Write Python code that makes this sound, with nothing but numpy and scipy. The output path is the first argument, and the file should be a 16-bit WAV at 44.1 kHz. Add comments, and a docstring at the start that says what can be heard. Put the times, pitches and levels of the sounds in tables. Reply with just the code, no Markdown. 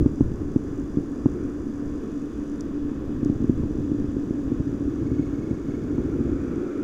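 """Beside the fish tanks

A circulation pump hums in wavering sine tones; one surging flow drives noise that drones and rumbles, pulses
that churn, and dull knocks against the resonant tank wall. Running water, shaped noise, washes faintly further
off and twice swells to a brighter gush. Close to the microphone a camera's lens drive hisses through the casing
and ticks fifty times a second, pauses between two clicks, whirrs, and later chirps once a frame."""
import sys
import numpy as np
from scipy import signal
from scipy.fft import rfft, irfft
from scipy.io import wavfile

SR = 44100
rng = np.random.default_rng(int(sys.argv[2]) if len(sys.argv) > 2 else 0)


def output_pcm(signal):
    """Save a mono or channel-first signal as 16-bit PCM at the path in sys.argv[1].

    Samples are clipped to [-1, 1] before scaling.
    """
    pcm = np.clip(np.atleast_2d(signal).T, -1, 1) * 32767
    wavfile.write(sys.argv[1], SR, np.round(pcm).astype(np.int16))


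N = 301203
TIME = np.arange(N) / SR   # s

# pump tones: (multiple of the shaft speed, rms level before wavering [dB])
PUMP_TONES = [(1, -48.5), (9, -44.5), (12, -36.5), (18, -54.5)]
SHAFT_HZ = 24.15

# strength of the flow past the tank: (time [s], level [dB])
FLOW_STRENGTH = [(0.0, -20.5), (0.11, -40.5), (0.46, -34.5), (0.55, -40), (1.25, -44), (1.5, -39),
                 (2.38, -46.5), (3.29, -35.5), (3.37, -34), (3.63, -32.5), (4.43, -37.5), (4.75, -33.5),
                 (5.71, -36.5), (6.11, -29), (6.83, -43)]
REFERENCE_FLOW_DB = -32   # the flow at which the levels below apply
LUMP_DB, LUMPS_HZ = 2.5, 12   # the water gurgles in uneven lumps: spread, corner of the drift
# each water sound: level at the reference flow [dB], and the dB it gains per dB of flow
DRONE_DB, DRONE_FOLLOWS = -30.5, 0.14
RUMBLE_DB, RUMBLE_FOLLOWS = -30.5, 0.69
CHURN_DB, CHURN_FOLLOWS = -29, 1.29
RUMBLE_FADES_S, RUMBLE_FADE_DB_PER_S = 3.36, 6.5   # the deep rumble dies away
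WASH_DB = -53   # far running water

# relative spectrum of the tank's drone: (frequency [Hz], density [dB per Hz])
DRONE_SPECTRUM = [(60, -36), (130, -14.5), (190, -10.5), (235, -6.5), (290, 1.5), (345, -7), (430, -13),
                  (520, -20), (620, -27), (800, -34), (1200, -68.5)]
# relative spectrum of the deep rumble: (frequency [Hz], density [dB per Hz])
RUMBLE_SPECTRUM = [(8, 4.5), (20, 1.5), (36, -4), (55, 4), (100, -2.5), (170, -4.5), (300, -20),
                   (700, -67.5)]
# relative spectrum of the far wash: (frequency [Hz], density [dB per Hz])
WASH_SPECTRUM = [(300, -15.5), (600, -9), (880, -3.5), (1100, 2), (1400, -2.5), (1750, -4), (2000, -13),
                 (2550, -16), (3000, -18), (4200, -55), (9000, -60.5)]
# relative spectrum of the brighter stream: (frequency [Hz], density [dB per Hz])
GUSH_SPECTRUM = [(150, -28), (280, -13), (350, 4.5), (430, -10.5), (560, -19.5), (950, -43), (1350, -22.5),
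                 (1900, -39.5), (2400, -36), (3500, -74)]

# modes of the tank wall: (frequency [Hz], width before damping [Hz], relative level [dB])
WALL_MODES = [(149, 130, -14.5), (271.8, 103.6, -1)]
# resonances of the camera casing: (frequency [Hz], width [Hz], relative level [dB])
CASING_MODES = [(3416, 210, 7.5), (4910, 310, 7), (5830, 360, 8), (6850, 850, 5), (9840, 1800, -13)]

TICK_HZ, FIRST_TICK_S = 50.005, 0.0185
TICK_BEFORE_DB, TICK_AFTER_DB = -52.5, -54   # mean first-contact peak before and after the pause
# the lens drive stops, then starts again, each time with a click: (time [s], first-contact peak [dB])
DRIVE_CLICKS = [(2.6082, -30.5), (3.2483, -36.5)]
(STOP_S, _), (RESTART_S, _) = DRIVE_CLICKS

# the loud knocks on the tank: (time [s], push before a common trim [dB], hardness [0-1])
LOUD_KNOCKS = [(.0593, -6, 0.55), (.207, -4, 0.68), (.3158, -14, 0.1), (.5601, -5, 0.3), (.9706, -8.5, 0.1),
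               (.9844, -14, .2), (1.2573, -4.5, 1), (3.229, -10.5, 0.3), (3.259, -11, 0.2), (3.2976, -8, 0),
               (3.442, -9.5, 0), (3.495, -4.5, 0.08), (3.6343, -11.5, 0.4), (3.916, -10.5, 0.1),
               (4.166, -11, 0.17), (4.307, -10.5, 0), (4.518, -13.5, 0.5), (4.692, -15, 0.1),
               (5.024, -14, 0.2), (5.194, -10.5, 0.4), (5.510, -10.5, 0.3), (5.98, -15, 1),
               (6.21, -13, 0.3)]
# lesser knocks at the reference flow; they thin out and weaken as it slackens
BUMPS_PER_S, BUMP_DB, BUMP_SPREAD_DB = 13, -16.5, 0.3

# swells of the brighter stream: (time of the crest [s], level [dB], rise [dB/s], fall [dB/s])
GUSH_SWELLS = [(1.4, -35.5, 70, 47), (6.601, -31.5, 8.5, -1)]

# resonances of the motor's whirr: (frequency [Hz], width [Hz], relative level [dB])
WHIRR_MODES = [(2575, 69, 4.5), (2964, 120, -0.5), (3320, 220, 0), (3620, 150, -9)]
WHIRR_FROM_S, WHIRR_RISE_S, WHIRR_DB = 1.72, 0.29, -68.5

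# partials of the motor's chirp: (multiple of its pitch, relative level [dB])
CHIRP_PARTIALS = [(1, -1.5), (2, -15), (3, -8.5), (4, -25)]
CHIRP_FROM_S, CHIRP_TO_S, CHIRP_FADE_S, CHIRP_DB = 4.87, 6.2, 0.18, -55.5
FRAMES_PER_S = 25

# stereo width, the side level of a late copy: (frequency [Hz], side level [dB])
STEREO_WIDTH = [(30, -39.5), (120, -31), (300, -36.5), (550, -40.5), (1000, -16.5), (2200, -20),
                (4000, -15), (7000, -44.5), (13000, -25.5)]
CUTOFF_HZ = 15700


def from_db(db):
    """Amplitude factor of a level in dB."""
    return 10 ** (np.asarray(db) / 20)


def rms_one(x):
    """Scale a signal to rms 1."""
    return x / np.sqrt(np.mean(x ** 2) + 1e-20)


def coloured(x, spectrum):
    """Filter a sound by a (frequency, dB) table, interpolated over log frequency."""
    hz, db = np.transpose(spectrum)
    bins = np.maximum(np.fft.rfftfreq(N, 1 / SR), 1)
    gain = from_db(np.interp(np.log(bins), np.log(hz), db))
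    return irfft(rfft(x) * gain, N)


def water_noise(spectrum):
    """Water as steady noise of a given colour; rms 1."""
    return rms_one(coloured(rng.standard_normal(N), spectrum))


def drift(corner_hz):
    """Smooth random wandering with spread 1: noise through two equal poles, every 100th sample."""
    r = np.exp(-200 * np.pi * corner_hz / SR)
    noise = rng.standard_normal(N // 100 + 1002)
    slow = signal.lfilter([1], [1, -2 * r, r * r], noise)[1000:]   # drop the settling
    return np.interp(np.arange(N) / 100, np.arange(len(slow)), rms_one(slow))


def cut(x, hz, kind, order=2):
    """Butterworth low- or high-pass."""
    return signal.sosfilt(signal.butter(order, hz, kind, fs=SR, output="sos"), x + 1e-18)


def resonate(x, hz, width):
    """One resonance, gain 1 on top."""
    r = np.exp(-np.pi * width / SR)
    zeros = np.array([1, 0, -1]) * (1 - r * r) / 2
    poles = [1, -2 * r * np.cos(2 * np.pi * hz / SR), r * r]
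    return signal.lfilter(zeros, poles, x + 1e-18)


def impulses(times, sizes):
    """Single-sample pushes at the given times."""
    out = np.zeros(N)
    places = np.clip(np.round(times * SR).astype(int), 0, N - 1)
    np.add.at(out, places, sizes)
    return out


def unit_height(body, push):
    """Drive a body, scaled so that a unit push peaks at 1."""
    return body(push) / np.abs(body(signal.unit_impulse(SR // 10))).max()


def fade_in(start_s, length_s):
    """A gain that rises from 0 to 1 and stays."""
    return np.clip((TIME - start_s) / length_s, 0, 1)


def pump(waver_db=2.0, slip=0.00328):
    """Shaft and impeller tones: multiples of the shaft speed, wavering a little with the load."""
    turn = 2 * np.pi * SHAFT_HZ * np.cumsum(1 + slip * drift(1.7)) / SR
    hum = np.zeros(N)
    for multiple, db in PUMP_TONES:
        peak = np.sqrt(2) * from_db(db + waver_db * drift(6.7))
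        hum += peak * np.sin(multiple * turn + rng.uniform(0, 2 * np.pi))
    return hum


def tank_drone(flow_db):
    """The tank drones as narrow noise, its level fluttering and only slightly following the flow."""
    level_db = DRONE_DB + DRONE_FOLLOWS * flow_db + 0.89 * drift(11.0)
    return from_db(level_db) * water_noise(DRONE_SPECTRUM)


def deep_rumble(flow_db, lumps_db):
    """Low, lumpy noise that follows the flow and later dies away."""
    dying_db = RUMBLE_FADE_DB_PER_S * np.maximum(TIME - RUMBLE_FADES_S, 0)
    level_db = RUMBLE_DB + RUMBLE_FOLLOWS * flow_db - dying_db + lumps_db
    return from_db(level_db) * water_noise(RUMBLE_SPECTRUM)


def far_wash():
    """Running water further off: faint noise with a slightly unsteady level."""
    return from_db(WASH_DB + 0.53 * drift(7.9)) * water_noise(WASH_SPECTRUM)


def wall(push, soft_hz=125, damping=1):
    """Water cushions every push before the wall rings with it."""
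    push = cut(push, soft_hz, "low")
    ring = 0
    for hz, width, db in WALL_MODES:
        once = resonate(push, hz, width * damping)
        ring = ring + from_db(db) * resonate(once, hz, width * damping)
    return ring


def churning(flow_db, lumps_db, pulses_per_s=160, spread_db=4.0, slosh_db=-1.5):
    """Many small pulses of either sign ring the wall and shove the water beneath it."""
    sizes = from_db(spread_db * np.minimum(rng.exponential(1, N), 3)) * rng.choice([-1, 1], N)
    pulses = sizes * (rng.random(N) < pulses_per_s / SR)
    slosh = cut(cut(pulses, 129.6, "low", order=4), 44, "high", order=4)
    churn = rms_one(rms_one(wall(pulses)) + from_db(slosh_db) * rms_one(slosh))
    return from_db(CHURN_DB + CHURN_FOLLOWS * flow_db + lumps_db) * churn


def casing(push):
    """The camera's small, bright resonances, alternating in sign."""
    return sum((-1) ** k * from_db(db) * resonate(push, hz, width)
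               for k, (hz, width, db) in enumerate(CASING_MODES))


def lens_hiss(casing_db=-64, pause_drop_db=1.0, floor_db=-71, floor_top_hz=12000):
    """Noise hisses in the casing, sinking while the drive pauses, over a soft low-passed floor."""
    paused = (TIME > STOP_S) & (TIME < RESTART_S)
    in_casing = rms_one(casing(rng.standard_normal(N)))
    floor = cut(from_db(floor_db) * rng.standard_normal(N), floor_top_hz, "low", order=1)
    return from_db(casing_db - pause_drop_db * paused) * in_casing + floor


def lens_whine(pitch_hz=9600, width_hz=420, level_db=-83):
    """A thin, breathy whine, noise through two resonances, that ends when the drive stops."""
    once = resonate(rng.standard_normal(N), pitch_hz, width_hz)
    whine = rms_one(resonate(once, pitch_hz, width_hz))
    return from_db(level_db) * whine * (TIME < STOP_S)


def rattle(s, db, low_hz, direct_db, top_hz=10500, bounce_s=0.00064, bounce=0.23, count=4):
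    """Hard, thin contacts in the casing, each bouncing a few times, unevenly."""
    late = bounce_s * (np.arange(count) + rng.uniform(-.3, .3, (len(s), count)))
    sizes = np.outer(from_db(db), bounce ** np.arange(count))
    pushes = impulses((s[:, None] + late).ravel(), sizes.ravel())

    def contact(push):
        heard = casing(push) + from_db(direct_db) * push
        return cut(cut(heard, low_hz, "high", order=8), top_hz, "low")
    return unit_height(contact, pushes)


def lens_ticks(scatter_db=2.4):
    """Each step of the lens drive ticks, except in its pause; stopping and starting give fuller clicks."""
    steps = np.arange(FIRST_TICK_S, TIME[-1], 1 / TICK_HZ)
    mean_db = np.where(steps < STOP_S, TICK_BEFORE_DB, TICK_AFTER_DB)
    step_db = mean_db + scatter_db * rng.standard_normal(len(steps))
    moving = (steps < STOP_S) | (steps > RESTART_S)
    ticks = rattle(steps[moving], step_db[moving], low_hz=5760, direct_db=-26.5)
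    clicks = rattle(*np.transpose(DRIVE_CLICKS), low_hz=4600, direct_db=-17)
    return ticks + clicks


def knocks(rows, trim_db=-0.2, edge_db=-17, edge_low_hz=450, edge_top_hz=1100, edge_lag_s=0.0014):
    """Pressure pulses rock the wall; hard ones ring longer and have a rounded edge as they peak."""
    s, db, hardness = np.transpose(rows)
    hard, soft = from_db(db) * hardness, from_db(db) * (1 - hardness)

    def rounded(push):
        return cut(resonate(push, edge_low_hz, edge_low_hz), edge_top_hz, "low", order=6)
    ring = unit_height(lambda push: wall(push, soft_hz=125, damping=0.96), impulses(s, hard))
    thud = unit_height(lambda push: wall(push, soft_hz=131, damping=1.47), impulses(s, soft))
    edge = unit_height(rounded, impulses(s + edge_lag_s, hard))
    return from_db(trim_db) * (ring + thud + from_db(edge_db) * edge)


def bumps(flow_db, thinning=1.3, follows=0.56, hardness=0.15, count=200):
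    """Rows for lesser knocks at random moments, more and stronger in a strong flow; at most `count`."""
    when, chance = rng.random((count, 2)).T
    s = when * TIME[-1]
    flow = np.interp(s, TIME, flow_db)
    db = BUMP_DB + follows * flow + BUMP_SPREAD_DB * rng.standard_normal(count)
    kept = chance < BUMPS_PER_S * from_db(thinning * flow) * TIME[-1] / count
    return np.c_[s, db, np.full(count, hardness)][kept]


def gush():
    """The brighter stream rises to each crest; a negative fall lets it creep on upwards afterwards."""
    swell = np.zeros(N)
    for s, db, rise, fall in GUSH_SWELLS:
        below_db = np.maximum(rise * (s - TIME), fall * (TIME - s))
        swell += from_db(db - below_db)
    return swell * water_noise(GUSH_SPECTRUM)


def lens_whirr():
    """The lens motor's whirr, rubbing noise through narrow resonances, sets in and stays."""
    rub = rng.standard_normal(N)
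    whirr = rms_one(sum(from_db(db) * resonate(rub, hz, width) for hz, width, db in WHIRR_MODES))
    return from_db(WHIRR_DB) * fade_in(WHIRR_FROM_S, WHIRR_RISE_S) * whirr


def lens_chirps(pitch_hz=2194, duty=0.51, scatter_db=3.0):
    """The motor runs for part of every frame, starting afresh each time with a strength of its own."""
    frame, within = np.divmod(TIME * FRAMES_PER_S + .5, 1)
    start, strength = rng.standard_normal((int(frame[-1]) + 1, 2))[frame.astype(int)].T
    running = np.sin(np.pi * np.minimum(within / duty, 1)) ** 1.4
    turn = 2 * np.pi * pitch_hz * TIME + 0.6 * start
    tone = sum(from_db(db) * np.sin(k * turn) for k, db in CHIRP_PARTIALS)
    active = fade_in(CHIRP_FROM_S, CHIRP_FADE_S) - fade_in(CHIRP_TO_S - CHIRP_FADE_S, CHIRP_FADE_S)
    return from_db(CHIRP_DB + scatter_db * strength) * active * running * tone


def widen(x):
    """A faint, filtered copy, 11.3 ms late, is added left and subtracted right for a slight stereo width."""
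    lag = round(.0113 * SR)
    side = coloured(np.r_[np.zeros(lag), x[:-lag]], STEREO_WIDTH)
    return x + side * [[1], [-1]]


def scene():
    """Pump, water and camera together; the flow drives churning, knocking, drone and rumble."""
    flow_s, strength_db = np.transpose(FLOW_STRENGTH)
    flow_db = np.interp(TIME, flow_s, strength_db) - REFERENCE_FLOW_DB
    lumps_db = LUMP_DB * drift(LUMPS_HZ)   # shared by rumble and churning
    tank = pump() + tank_drone(flow_db) + deep_rumble(flow_db, lumps_db) + churning(flow_db, lumps_db)
    tank = tank + knocks(LOUD_KNOCKS) + knocks(bumps(flow_db))
    running_water = far_wash() + gush()
    camera = lens_hiss() + lens_whine() + lens_ticks() + lens_whirr() + lens_chirps()
    return widen(tank + running_water + camera)


def record(dry):
    """A steep elliptic low-pass cuts the top."""
    return signal.sosfilt(signal.ellip(12, .1, 80, CUTOFF_HZ, fs=SR, output="sos"), dry)


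dry = scene()
out = record(dry)
output_pcm(out)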